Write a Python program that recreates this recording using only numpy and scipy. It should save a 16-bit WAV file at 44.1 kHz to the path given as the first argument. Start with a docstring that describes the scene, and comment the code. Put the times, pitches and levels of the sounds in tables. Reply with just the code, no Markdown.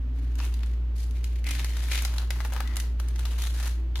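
"""A low motor hum and a soft hollow ring come first, then the rustle of artificial leaves.
An arrangement of stems, leaves and plastic fruit is being turned on a craft table in a small room.
Each stroke of the hand rubs the leaves into many tiny slips. Stems scrape, catch and snap free,
and a hollow part rings now and then. Faint mains buzz, rumble and moving air lie underneath."""
import sys
import numpy as np
from scipy import signal
from scipy.fft import rfft, irfft, next_fast_len
from scipy.io import wavfile
from scipy.ndimage import uniform_filter1d, map_coordinates

SR = 44100
rng = np.random.default_rng(int(sys.argv[2]) if len(sys.argv) > 2 else 0)


def output_pcm(signal):
    """Save a mono or channel-first signal as 16-bit PCM at the path in sys.argv[1].

    Samples are clipped to [-1, 1] before scaling.
    """
    pcm = np.clip(np.atleast_2d(signal).T, -1, 1) * 32767
    wavfile.write(sys.argv[1], SR, np.round(pcm).astype(np.int16))


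N = 176400

# Mains buzz. Each row: pitch in Hz, level in dB.
BUZZ_TONES = [(120.3, -54), (239.7, -60)]
# The tone of the air, the rumble and the plastic's low, middle and high ranges.
# Each row: frequency in Hz, relative level in dB.
AIR_TONE = [(100, -6.5), (160, -1), (330, 0), (550, -11.5), (3000, -21.5), (6500, -35), (16000, -70)]
RUMBLE_TONE = [(25, 8.5), (84, 20), (100, 11.5), (125, 16.5), (220, -35)]
BODY_TONE = [(150, -30), (400, -7.5), (800, 1.5), (1500, 0), (3500, -21)]
LEAF_TONE = [(700, -74), (1300, -5.5), (1900, -1.5), (4200, 1), (6500, -8), (9000, -36)]
TREBLE_TONE = [(4000, -9), (6500, 2.5), (8000, -1.5), (9700, 0), (12400, -1), (15000, -14)]
# How alike left and right sound. Each row: frequency in Hz, likeness (0 unrelated, 1 or more the same).
AIR_LIKENESS = [(150, 1), (1500, 0.14), (5000, 0.12)]
LEAF_LIKENESS = [(500, 1.06), (2000, 0.88), (4500, -0.06)]
# Which side the leaves favour. 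Each row: frequency in Hz, left level minus right level in dB.
LEAF_BALANCE = [(300, 1), (1200, 4.5), (4500, 4), (9000, -5.5)]
# The room's echo. Each row: frequency in Hz, seconds to fade by 60 dB.
ROOM_FADE = [(300, 0.24), (2500, 0.45), (12000, 0.3)]
# Rings of the hollow part. Each row: start in seconds, pitch in Hz, relative level in dB.
HOLLOW_RINGS = [(0.0, 256.6, -52.5), (0.13, 277.8, -53.5), (0.339, 280, -60), (1.45, 283, -52.5),
                (3.761, 330, -56.5)]
# Sliding stems. Each row: start and end in seconds, pitch and band width in Hz, level in dB.
STEM_SCRAPES = [(.415, 0.443, 2720, 200, -50), (1.445, 1.575, 2280, 420, -40.5),
                (1.905, 2.005, 2170, 380, -46), (2.645, 2.89, 1973, 60, -49.5)]
# Stems snapping free, and near 2.5 to 2.6 s plastic fruit knocking together. Each row: start in seconds,
# relative level in dB, low body and treble in dB compared with the middle range, ringing pitch in Hz.
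SNAPS_AND_KNOCKS = [(0.355, -52, -4, 3, 4120), (0.401, -36, -5, -22, 1870), (0.4498, -45, -13, 3.5, 2090),
                    (0.54, -45.5, -19, 0, 3900), (0.6324, -42.5, -6, -8.5, 2020), (0.661, -57, -4, 5, 4500),
                    (1.008, -63, -10, 1, 5030), (1.109, -51, -21, -0.5, 3530), (1.2423, -39, -28, -1, 4240),
                    (1.4422, -43.5, -24, -4, 2170), (1.5091, -36.5, -25, 5, 2170), (1.5941, -34, -10, -21, 2100),
                    (1.6449, -34, -15, -0.5, 2090), (1.92, -33, -34, -15, 2280), (1.9787, -41, -17, -12, 2220),
                    (2.022, -47.5, 3, 14, 2240), (2.0493, -29, -8, -0.5, 5080), (2.1824, -30.5, -28, -9, 3860),
                    (2.305, -28.5, -4.5, -5, 1990), (2.4041, -36.5, 0, -9, 2020),
                    (2.4485, -36.5, 3.5, -8.5, 2020), (2.5347, -46.5, 4.5, 8, 4540), (2.522, -48, 7, 2, 1100),
                    (2.5631, -36, 2, -26, 1640), (2.6038, -36, 8, -7, 1250), (2.6748, -39.5, -21, -5.5, 3150),
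                    (2.7575, -43, -21, 2, 2810), (2.7677, -32.5, -7, 1.5, 2620), (2.8, -33.5, -23, -1, 5760),
                    (2.999, -40, 0, -1, 3550), (3.0851, -47, -12, 3.5, 5230), (3.159, -41, -22, -6.5, 1580),
                    (3.193, -42, -2, 1, 4090), (3.2538, -36, -6.5, -2.5, 6100), (3.4208, -37.5, -15, 1, 4740),
                    (3.9564, -33.5, -11, -13, 3380), (3.9905, -45, -1, -1.5, 4930)]
# Strokes of the hand. Each row: start and end in seconds, relative level in dB,
# low body and treble in dB compared with the middle range, ringing pitch in Hz.
HAND_STROKES = [(0.14, 0.37, -65, -8, -5, 1890), (0.38, 0.471, -51.5, -2.5, -2, 2550),
                (0.52, 0.715, -59.5, -8, -6, 1990), (0.957, 1.05, -55, -25, 0.5, 4670),
                (1.134, 1.39, -59, -26, -4.5, 2320), (1.462, 1.534, -41, -14.5, -3.5, 2210),
                (1.547, 1.649, -44.5, -9, -5, 2060), (1.683, 1.92, -46.5, -8.5, -4, 1910),
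                (1.902, 1.986, -36.5, -13.5, -4, 2250), (1.987, 2.1, -49, -4, -7, 2190),
                (2.107, 2.224, -52.5, 2.5, -1.5, 2820), (2.306, 2.49, -54, -1, -2, 2130),
                (2.518, 2.623, -49, 1.5, -9, 1600), (2.648, 2.852, -54.5, -1, -10, 2020),
                (2.983, 3.187, -59.5, -3, -7.5, 1790), (3.183, 3.384, -51, -3, -2.5, 2870),
                (3.382, 3.471, -45, -6.5, -1.5, 3430), (3.538, 3.683, -45, -5.5, -2, 1510),
                (3.957, 3.99, -51, -4.5, -2, 3570)]

LEFT_RIGHT = np.array([[0.5], [-0.5]])  # shares a level difference between the two sides
SLIPS_PER_S, SLIP_FADE_S = 900, 0.0004


def amp(db):
    """Turn decibels into a number to multiply by."""
    return 10 ** (np.asarray(db) / 20)


def unit(x):
    """Scale a signal to an average power of 1."""
    return x / np.sqrt(np.mean(x ** 2) + 1e-20)


def along(points, hz):
    """Read between the rows of a frequency table, on an octave scale."""
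    freqs, values = np.transpose(points)
    return np.interp(np.log(hz + 1), np.log(freqs + 1), values)


def wobble(rate):
    """A smooth curve through `rate` random points a second."""
    return map_coordinates(rng.standard_normal(int(N * rate / SR) + 4), [np.arange(N) * rate / SR])


def add(out, start, x):
    """Mix x into out at `start` seconds."""
    i = max(round(start * SR), 0)
    out[:, i:i + x.shape[1]] += x[:, :max(N - i, 0)]


def noise_pair(size, likeness, loudness=1):
    """Spectra of left and right noises that are partly alike and swell together."""
    shared, apart = rfft(rng.standard_normal((2, size)) * loudness)
    angle = np.arccos(np.clip(along(likeness, np.fft.rfftfreq(size, 1 / SR)), -1, 1)) / 2
    shared, apart = shared * np.cos(angle), apart * np.sin(angle)
    return np.array([shared + apart, shared - apart])


def causal_filter(gain):
    """A filter with this gain that rings after a hit, never before it (minimum phase)."""
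    cepstrum = irfft(np.log(np.maximum(gain, 1e-6)))
    half = len(cepstrum) // 2
    return np.exp(rfft(np.r_[cepstrum[0], 2 * cepstrum[1:half], cepstrum[half], np.zeros(half - 1)]))


def wavering_tone(hz, db, waver_db, rate):
    """A pure tone whose level drifts at random."""
    t = np.arange(N) / SR
    return np.sqrt(2) * amp(db + waver_db * wobble(rate)) * np.sin(2 * np.pi * hz * t)


def background():
    """A motor hums and the mains buzz faintly over moving air and rumble."""
    hz = np.fft.rfftfreq(N, 1 / SR)
    motor = wavering_tone(hz=58.37, db=-26.5, waver_db=0.62, rate=3.17)
    buzz = sum(wavering_tone(pitch, db, waver_db=3.7, rate=3.82) for pitch, db in BUZZ_TONES)
    air = irfft(noise_pair(N, AIR_LIKENESS) * amp(along(AIR_TONE, hz)), N)
    rumble = irfft(noise_pair(N, likeness=[(60, 0.85)]) * amp(along(RUMBLE_TONE, hz)), N)
    return motor + buzz + amp(-51) * unit(air) + amp(-47.5) * unit(rumble)


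def room_echo(sound):
    """The small room answers with a short echo that lasts longest in the middle range."""
    hz, t, noise = signal.stft(rng.standard_normal((2, SR // 2)), SR, nperseg=256)
    fade = amp(-60 * t / along(ROOM_FADE, hz)[:, None])
    tail = signal.istft(noise * fade, SR, nperseg=256)[1]
    return signal.fftconvolve(sound, tail / np.linalg.norm(tail[0]), axes=1)[:, :N]


def hollow_rings(rise_s=0.034, fade_db_per_s=60):
    """A hollow part is moved, and its low note swells and fades."""
    out, t = np.zeros((2, N)), np.arange(SR) / SR
    for start, hz, db in HOLLOW_RINGS:
        loudness = amp(db + 11.5 - fade_db_per_s * t) * (1 - np.exp(-t / rise_s))
        add(out, start, (loudness * np.sin(2 * np.pi * hz * t))[None])
    return out


def slips(size, rate=SLIPS_PER_S, fade_s=SLIP_FADE_S, spread_db=1.2):
    """The jittery force of rubbing: tiny slips of uneven size at random moments."""
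    happens = rng.random(size) < rate / SR
    hits = happens * amp(spread_db * np.minimum(rng.exponential(size=size), 4))
    power = signal.lfilter([1], [1, -np.exp(-2 / (fade_s * SR))], hits ** 2 + 1e-20)
    return unit(np.sqrt(power))


def stem_scrapes():
    """A stem slides through the bunch, and the rubbing makes it sing around one pitch."""
    out, t = np.zeros((2, N)), np.arange(SR // 2) / SR
    hz = np.fft.rfftfreq(len(t), 1 / SR)
    for start, end, ring_hz, width_hz, db in STEM_SCRAPES:
        friction = noise_pair(len(t), LEAF_LIKENESS, slips(len(t)))
        ring = unit(irfft(friction / (1 + 1j * (hz - ring_hz) / width_hz) ** 2))
        swell = np.sin(np.pi * np.sqrt(np.clip(t / (end - start), 0, 1))) ** 2
        add(out, start, amp(db + along(LEAF_BALANCE, ring_hz) * LEFT_RIGHT) * swell * ring)
    return out


def plastic(force, body_db, ring_hz, treble_db, ring_db=5.5, ring_octaves=0.23):
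    """A push on the plastic sounds its low body, a ringing leaf and a crisp treble."""
    hz = np.fft.rfftfreq(len(force), 1 / SR)
    peak_db = ring_db / (1 + (np.log2((hz + 1) / ring_hz) / ring_octaves) ** 2)
    body = amp(body_db) * unit(amp(along(BODY_TONE, hz)))
    leaf = unit(amp(along(LEAF_TONE, hz) + peak_db))
    treble = amp(treble_db) * unit(amp(along(TREBLE_TONE, hz)))
    tone = causal_filter(np.sqrt(body ** 2 + leaf ** 2 + treble ** 2))
    balance = amp(along(LEAF_BALANCE, hz) * LEFT_RIGHT)
    return irfft(noise_pair(len(force), LEAF_LIKENESS, force) * tone * balance)


def snaps_and_knocks(hold_s=0.00081, fade_s=0.0038, rough_db=2.5):
    """A stem catches and slips free, or a plastic fruit knocks, in a ragged burst a few milliseconds long."""
    out, t = np.zeros((2, N)), np.arange(2 * (SR // 20)) / SR
    shape = np.exp(-np.maximum(t - hold_s, 0) / fade_s)
    for start, db, body_db, treble_db, ring_hz in SNAPS_AND_KNOCKS:
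        roughness = unit(uniform_filter1d(rng.standard_normal(len(t)), size=24))
        force = shape * amp(rough_db * roughness)
        force = force * np.linalg.norm(shape) / np.linalg.norm(force)  # roughness adds no energy
        side_db = rng.normal(0, 1) * LEFT_RIGHT
        add(out, start, amp(db + 1.5 + side_db) * plastic(force, body_db, ring_hz, treble_db))
    return out


def leaf_rustle(rise_s=0.012, fade_s=0.041, smooth_share=0.35, uneven_db=3):
    """The hand rubs leaves together: a smooth hiss, many tiny slips and fewer, separate crackles."""
    out, t = np.zeros((2, N)), np.arange(SR // 2) / SR
    for start, end, db, body_db, treble_db, ring_hz in HAND_STROKES:
        rub_power = smooth_share + (1 - smooth_share) * slips(len(t)) ** 2
        crackles = amp(-2) * slips(len(t), rate=220, fade_s=0.0009)
        stroke = np.minimum(t / rise_s, 1) * np.exp(-np.maximum(t - (end - start), 0) / fade_s)
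        force = amp(db - 3) * stroke * np.sqrt(rub_power + crackles ** 2)
        add(out, start - rise_s / 2, plastic(force, body_db, ring_hz, treble_db))
    return out * amp(uneven_db * wobble(130))  # the pressure of the hand varies


def scene():
    """Leaves and stems close by with their echo, the hollow part and the background."""
    foliage = leaf_rustle() + snaps_and_knocks() + stem_scrapes()
    return foliage + amp(-6.5) * room_echo(foliage) + hollow_rings() + background()


def record(dry):
    """Cut away the very highest treble."""
    size, top_hz = next_fast_len(N + SR // 2), 15950
    passes = np.fft.rfftfreq(size, 1 / SR) < top_hz
    return irfft(rfft(dry, size) * passes, size)[:, :N]


dry = scene()
out = record(dry)
output_pcm(out)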